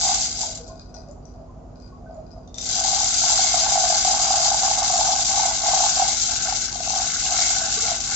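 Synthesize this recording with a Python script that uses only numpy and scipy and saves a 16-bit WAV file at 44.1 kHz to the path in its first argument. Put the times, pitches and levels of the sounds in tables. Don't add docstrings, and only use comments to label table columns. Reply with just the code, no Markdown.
import sys
import numpy as np
from scipy import signal
from scipy.fft import rfft, irfft
from scipy.io import wavfile
from scipy.ndimage import uniform_filter1d

SR = 44100
rng = np.random.default_rng(int(sys.argv[2]) if len(sys.argv) > 2 else 0)


def to_wav(sig):
    pcm = np.clip(np.atleast_2d(sig), -1, 1) * 32767
    pcm = np.round(pcm).astype(np.int16)
    wavfile.write(sys.argv[1], SR, pcm.T)


N = 359414
T = np.arange(N) / SR
FREQS = np.maximum(np.arange(N // 2 + 1) * SR / N, 1)
SIDES = np.array([[1], [-1]])

# time in seconds, jingle level in dB.
HAUL_LEVELS = [
    [(0, -22), (.14, -23), (.37, -31), (.43, -28), (.55, -39), (.68, -51.5), (.8, -65)],
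    [(2.54, -54), (2.58, -38.5), (2.6, -38), (2.68, -27), (2.79, -25), (3.21, -21.5), (5.54, -23.5),
     (5.59, -27.5), (5.66, -22), (6.55, -27), (6.77, -32), (6.9, -27), (7.2, -26.5), (7.4, -21.5),
     (7.62, -25), (7.91, -25.5), (7.98, -30), (8.15, -25)],
]
# start in seconds, length in seconds, level in dB.
WHEEL_PULLS = [(0.036, 0.11, -26), (0.405, 0.049, -37.5), (2.758, 0.09, -33.5), (2.857, .23, -29.5),
               (3.242, .23, -28), (3.546, .3, -25.5), (3.892, 0.074, -24), (4.051, .16, -25),
               (4.25, 0.3, -24.5), (4.622, .1, -25), (4.791, 0.053, -24), (4.898, .3, -25),
               (5.311, .22, -25), (5.632, .24, -23), (5.963, 0.13, -25.5), (6.296, 0.03, -35.5),
               (6.46, 0.073, -31.5), (6.73, 0.041, -36), (6.875, .16, -30), (7.257, .1, -30.5),
               (7.388, .31, -33.5), (7.857, .08, -30.5), (8.091, .06, -36.5)]


def undb(db):
    return 10 ** (np.asarray(db) / 20)


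def unit(x):
    return x / np.sqrt(np.mean(x ** 2))


def energy(x):
    return x / np.sqrt(np.sum(x ** 2) / 2)


def curve(points):
    times, values = np.transpose(points)
    return np.interp(T, times, values)


def loudness(tables):
    gain = 0
    for table in tables:
        active = (T >= table[0][0]) * (T <= table[-1][0] + .01)
        gain = gain + undb(curve(table)) * active
    return np.abs(uniform_filter1d(gain, size=200))


def gestures(table, attack_s, release_s, arch_db):
    power = 0
    for start, length, db in table:
        progress = np.clip((T - start) / length, 0, 1)
        before = np.maximum(start - T, 0) / attack_s
        after = np.maximum(T - start - length, 0) / release_s
        arch = undb(db - arch_db * (2 * progress - 1) ** 2)
        power = power + (arch * np.exp(-np.minimum(before + after, 20))) ** 2
    return np.sqrt(power)


def wander(rate):
    k = int(SR / rate)
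    steps = np.repeat(rng.standard_normal(N // k + 1), k)
    return np.sqrt(3 / 2) * uniform_filter1d(steps, k)[:N]


def fade(t, t60):
    return np.exp(-np.log(1000) * t / t60)


def slope(points):
    hz, db = np.transpose(points)
    return undb(np.interp(np.log(FREQS), np.log(hz), db))


def resonance(hz, width_hz):
    return 1 / (1 + 1j * (FREQS / hz - hz / FREQS) * hz / width_hz)


def shape(x, response):
    return irfft(rfft(x) * response, N)


def colour(x, response):
    return shape(x, response / np.sqrt(np.mean(np.abs(response) ** 2)))


def ring(x, response):
    return signal.oaconvolve(np.atleast_2d(x), response, axes=1)[:, :N]


def add(out, s, sound):
    i = max(int(s * SR), 0)
    out[..., i:i + sound.shape[-1]] += sound[..., :N - i]


def room(x, wet_db, t60):
    t = T[:SR // 2]
    build_up = np.clip(t / 0.0079 - .5, 0, 1)
    tail = rng.standard_normal((2, len(t))) * fade(t, t60) * build_up
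    return x + undb(wet_db) * ring(x, energy(tail))


def contacts(rate, scatter_db):
    size = undb(scatter_db * np.clip(rng.standard_normal(N), -1.7, 1.7))
    hits = rng.random(N) < rate / SR
    return unit(hits * size * rng.choice([-1, 1], N) / np.sqrt(rate))


def links(gain, rate, scatter_db, crack_t60, ring_t60, ring_db, wet_db, count=24):
    t, out = T[:SR // 3], 0
    for _ in range(count):
        hz = rng.uniform(3000, 8000, size=(14, 1))
        phase = 2 * np.pi * (hz * t + rng.random(size=(2, 14, 1)))
        modes = np.sin(phase).sum(axis=1) * fade(t, ring_t60)
        crack, tail = rng.standard_normal((2, 2, len(t)))
        crack = crack * fade(t, crack_t60)
        tail = tail * fade(t, 0.17) * np.minimum(t / 0.02, 1)
        response = energy(crack) + undb(ring_db) * energy(modes) + undb(wet_db) * energy(tail)
        out = out + ring(gain * contacts(rate / count, scatter_db), energy(response))
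    return out / np.sqrt(count)


def knock(hz, rise_s):
    t = T[:SR // 6]
    return (t / rise_s * np.exp(1 - t / rise_s)) ** 2 * np.sin(2 * np.pi * hz * t)


def machinery():
    cycle_hz = 5.99
    # multiple of the working cycle, rms level in dB
    diesel = [(5, -63.5), (6, -58), (7, -60.5), (8, -47.5), (12, -68.5), (13, -62), (14, -53.5), (15, -63),
              (16, -62), (17, -53), (18, -60.5), (20, -83), (22, -67), (23, -58), (24, -55.5), (27, -61.5),
              (28, -59), (31, -58.5), (32, -67), (35, -64.5), (37, -66.5), (38, -76.5), (43, -67.5),
              (46, -67), (48, -61), (59, -77.5), (60, -76)]
    # frequency in Hz, rms level in dB before the stereo balance.
    motors = [(52, -60), (59.3, -50.5), (196, -62.5), (246.6, -52)]
    # frequency in Hz, relative level in dB.
    vent_colour = [(20, -4.5), (50, 6), (150, 1), (300, 0.5), (450, -0.5), (750, -8.5), (1200, -13.5),
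                   (1700, -29), (3500, -34.5), (7000, -28.5), (8000, -44.5)]
    tones = [(k * cycle_hz, db) for k, db in diesel] + list(motors)
    hum = 0
    for hz, db in tones:
        ear_phase = SIDES * rng.standard_normal() * hz / 700
        phase = 2 * np.pi * (hz * T + rng.random()) + ear_phase
        hum = hum + np.sqrt(2) * undb(db) * np.sin(phase)
    mid, side = rng.standard_normal((2, N))
    spectrum = slope(vent_colour)
    width = np.minimum(0.11 + FREQS / 900, .85)
    air = shape(mid, spectrum) + SIDES * shape(side, spectrum * width)
    return (hum + unit(air) * undb(-48)) * undb(-.6 * SIDES)


def sway(table, rest_db):
    paused = (T > .45) & (T < 2.6)
    moves = gestures(table, attack_s=0.048, release_s=.04, arch_db=2)
    return np.hypot(moves, undb(rest_db) * paused)


def clinks():
    # time in seconds, level in dB, left minus right in dB, favoured mode in Hz.
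    clink_hits = [(.665, -42, 6, 3950), (.795, -48, 8, 3500), (.9423, -40, 9, 5760), (.946, -37, 9, 4590),
                  (1.0854, -50, 14, 6690), (1.1119, -47, 14, 7140), (1.254, -45, 12, 5890),
                  (1.8213, -54, 16, 4900), (2.1445, -50, -2, 7140), (2.3141, -50, 15, 5020),
                  (2.4758, -42, 0, 3500), (2.5431, -30, 8, 3500), (2.5835, -21, 5, 3500),
                  (2.612, -26, 5, 3500), (2.636, -33, 2, 2040), (2.657, -23, 5, 3500)]
    # frequency in Hz, relative level in dB, 60 dB decay in seconds.
    hook_modes = [(1540, -25, 0.26), (1990, -3, 0.34), (3610, 7, 0.051), (4200, 10, 0.11), (4590, -30, .18),
                  (4930, 9.5, 0.043), (5020, 16, 0.13), (5803, 18, 0.043), (5700, -35, 0.162),
                  (5940, 29.5, 0.023), (7050, 23.5, 0.021), (7140, -16, .14), (7540, -4, 0.031)]
    out, t = np.zeros((2, N)), T[:SR // 2]
    for s, db, pan_db, favoured_hz in clink_hits:
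        clink = 6 * rng.standard_normal((2, len(t))) * fade(t, .04)
        for hz, mode_db, t60 in hook_modes:
            favour = 1 + 7 * np.exp(-((hz - favoured_hz) / 280) ** 2)
            detune = 1 + .014 * rng.standard_normal()
            phase = hz * detune * t + rng.random(size=(2, 1))
            clink += favour * undb(mode_db) * np.sin(2 * np.pi * phase) * fade(t, t60)
        add(out, s, clink / np.abs(clink).max() * undb(db + 3 + SIDES * pan_db / 2))
    return out


def brushing():
    # start in seconds, length in seconds, level in dB.
    brush_moves = [(.45, 0.35, -57), (.84, 0.24, -59), (1.24, 0.11, -64.5), (1.7, 0.19, -64),
                   (2.32, .1, -70)]
    # frequency in Hz, width in Hz, relative level in dB.
    brush_modes = [(1462, 17, 2.5), (2470, 47, -14), (4200, 140, -15), (4880, 77, -1.5), (5700, 250, -14.5),
                   (6600, 210, -23)]
    gain = sway(brush_moves, rest_db=-70.5)
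    brush = links(gain, rate=110, scatter_db=9.5, crack_t60=0.007, ring_t60=.08, ring_db=-21,
                  wet_db=-7.0, count=4)
    steel = sum(undb(db) * resonance(hz, width_hz) for hz, width_hz, db in brush_modes)
    touch_db = 3 * wander(rate=12)
    return colour(brush, steel * resonance(2900, 6000)) * undb(-4.5 + touch_db + 4.7 * SIDES)


def nudging():
    # start in seconds, length in seconds, level in dB.
    nudge_moves = [(.45, 0.11, -40), (.66, 0.1, -44.5), (.93, 0.057, -44.5), (1.07, 0.11, -46.5),
                   (1.34, 0.091, -46), (1.57, 0.2, -50.5), (2.04, 0.17, -44.5), (2.34, 0.041, -47.5),
                   (2.52, 0.25, -47.5)]
    body = resonance(664, 280) ** 3 + 0.11 * resonance(1260, 250) ** 3
    nudges = shape(contacts(rate=200, scatter_db=2), body)
    return unit(nudges) * sway(nudge_moves, rest_db=-58) * undb(-3.5)


def tackle():
    # time in seconds, peak level in dB before the room, pitch in Hz.
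    bump_hits = [(.60, -37, 482), (0.692, -45.5, 1044), (0.939, -51, 1446), (1.085, -37.5, 583),
                 (1.405, -41, 684), (1.49, -47, 1020), (1.92, -46.5, 1102), (2.06, -50, 1516),
                 (2.085, -41, 660), (2.17, -35.5, 624), (7.768, -33.5, 437), (7.773, -38, 1155),
                 (7.822, -37, 462)]
    out = clinks() + brushing() + nudging()
    for s, db, hz in bump_hits:
        add(out, s, undb(db) * knock(hz, rise_s=0.0092))
    return room(out, wet_db=-0.5, t60=0.27)


def snaps():
    # time in seconds, level in dB.
    taut_links = [(5.0225, -18), (5.6705, -17), (6.5235, -20), (6.726, -18), (6.803, -17), (6.8738, -17),
                  (6.904, -15), (6.931, -17), (6.9765, -20), (7.1425, -18)]
    out, t = np.zeros((2, N)), T[:SR // 20]
    swell = t / .0012 * np.exp(1 - t / .0012)
    for s, db in taut_links:
        clack = rng.standard_normal((2, len(t))) * swell
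        add(out, s, clack * undb(db - 5.5 + 1.3 * SIDES))
    bright = resonance(5400, 2000) * resonance(6000, 5000)
    return room(colour(out, bright), wet_db=-21.5, t60=0.43)


def wheel_knocks(pull):
    # time in seconds, level in dB, pitch in Hz.
    hard_knocks = [(.049, -19, 780), (2.932, -18.5, 760), (3.392, -14, 780), (3.664, -13, 820),
                   (3.756, -11, 760), (3.902, -14.5, 720), (4.306, -11, 756), (4.632, -12, 766),
                   (4.902, -14, 758), (4.939, -13.5, 730), (5.011, -11.5, 834), (5.091, -12, 760),
                   (5.376, -14, 760), (5.736, -11, 805), (5.997, -11, 780), (6.022, -10.5, 775),
                   (6.524, -18, 787), (6.804, -23, 704), (6.874, -22, 710), (7.322, -20, 740),
                   (7.916, -19, 700)]
    links_per_s, jitter_s = 34.3, .003
    rows = list(hard_knocks)
    chance = rng.standard_normal(size=(len(WHEEL_PULLS), 16, 3))
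    for (start, length, _), draws in zip(WHEEL_PULLS, chance):
        for k, (late, strong, high) in enumerate(draws):
            s = start + k / links_per_s + jitter_s * late
            pocket_free = all(abs(s - hard[0]) > .5 / links_per_s for hard in hard_knocks)
            if k / links_per_s <= length and pocket_free:
                pull_db = 20 * np.log10(np.interp(s, T, pull))
                rows.append((min(s, T[-1]), pull_db + 8 + 2.5 * strong, 765 + 43 * high))
    return rows


def firm_knocks(pull):
    firm, t = np.zeros((2, N)), T[:SR // 20]
    for s, db, hz in wheel_knocks(pull):
        add(firm, s - .0015, undb(db - 2.5) * knock(hz, rise_s=0.004))
        crack = rng.standard_normal((2, len(t))) * fade(t, .025)
        add(firm, s, crack * undb(db - 3 - 3 * SIDES))
    return firm


def hand_wheel(pull):
    patter = np.array([contacts(200, 1.8), contacts(240, 2.7)])
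    hollow = resonance(693, 110) * resonance(809.0, 90) * resonance(740, 550)
    patter = shape(patter + 0.38 * patter[::-1], hollow)
    patter = unit(patter) * np.hypot(pull * undb(-6.5), loudness(HAUL_LEVELS) * undb(-20))
    overtone = np.array([contacts(200, 2.5), contacts(200, 3.4)])
    overtone = shape(overtone + 0.15 * overtone[::-1], resonance(1113, 300) ** 2)
    overtone = unit(overtone) * pull * undb(-14.5)
    cover = slope([(400, -18.5), (540, -7.5), (660, 2), (1400, -3), (2200, -15), (8000, -22)])
    wheel = shape(firm_knocks(pull) + patter + overtone, cover)
    return room(wheel * undb(-1.1 * SIDES), wet_db=-6.5, t60=0.2)


def casing_rattle(gain, pull, speed):
    # frequency in Hz, width in Hz (widened to at least 190), relative level in dB.
    casing_modes = [(1219, 140, -8.5), (1382, 74, 0.5), (1498, 57, 4), (2143, 230, 2), (2720, 490, -0.5)]
    # time in seconds, drive relative to the jingle in dB.
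    rattle_share = [(0, -20.5), (2.6, -20.5), (3.5, -15), (5.3, -17), (6.1, -13), (7.3, -12), (8.15, -10)]
    shaking = np.hypot(gain * undb(curve(rattle_share)), pull * undb(-22))
    rattle = links(shaking, 400 * speed, scatter_db=3.0, crack_t60=0.013, ring_t60=0.023,
                   ring_db=-9.0, wet_db=-2.5, count=10)
    rattle = rattle + 0.23 * rattle[::-1]
    casing = 0
    for hz, width_hz, db in casing_modes:
        swell_db = 2.4 * wander(rate=10)
        mode = resonance(hz, max(width_hz, 190)) ** 2
        casing = casing + colour(rattle, mode) * undb(db + swell_db)
    return casing * undb(-8.0 + 1.0 * (1 - speed) - SIDES * 0.65)


def hand_chain(pull):
    # frequency in Hz, relative level in dB.
    jingle_colour = [(900, -46), (2000, -15), (2700, -11), (3300, -8), (3650, -5.5), (3900, -4.5),
                     (4700, -3), (4910, -1.5), (5120, -3.5), (6100, 2), (6800, 1.5), (7400, 3.5),
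                     (7800, -7.5), (8300, -64.5)]
    # frequency in Hz, left minus right in dB.
    link_lean = [(2000, 2.5), (3500, 3), (5000, 4), (6200, 5), (7100, -2), (7800, -8)]
    # time in seconds, left minus right in dB.
    chain_swing = [(0, 0), (.6, 1.5), (2.6, 4), (3.2, 1.5), (4.2, 1), (5.2, 1.5), (6.2, 3), (6.8, 4.5),
                   (7.4, 2), (8.15, 3)]
    # time in seconds, ring relative to the jingle in dB, before a fixed trim.
    hook_share = [(0, -5.5), (3, -10.5), (4.4, -6), (5.2, -24)]
    gain = loudness(HAUL_LEVELS)
    speed = np.clip(gain / undb(-23), .08, 1) ** .7
    stream = links(gain, 750 * speed, scatter_db=3.5, crack_t60=.013, ring_t60=0.077,
                   ring_db=-2.5, wet_db=-1, count=18)
    jingle = colour(stream, slope(jingle_colour) * slope(link_lean) ** (SIDES / 2))
    jingle = jingle * undb(-0.09 + SIDES * curve(chain_swing) / 2)
    hook = colour(stream, resonance(4875, 210) ** 2)
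    hook = hook * undb(curve(hook_share) - 5.5 + 1.5 * SIDES)
    return jingle + hook + casing_rattle(gain, pull, speed)


def scene():
    pull = gestures(WHEEL_PULLS, attack_s=0.039, release_s=0.06, arch_db=2)
    return machinery() + tackle() + snaps() + hand_wheel(pull) + hand_chain(pull)


def record(dry):
    low_pass = signal.ellip(10, .2, 80, 7900, fs=SR, output="sos")
    return signal.sosfilt(low_pass, dry)


dry = scene()
out = record(dry)
to_wav(out)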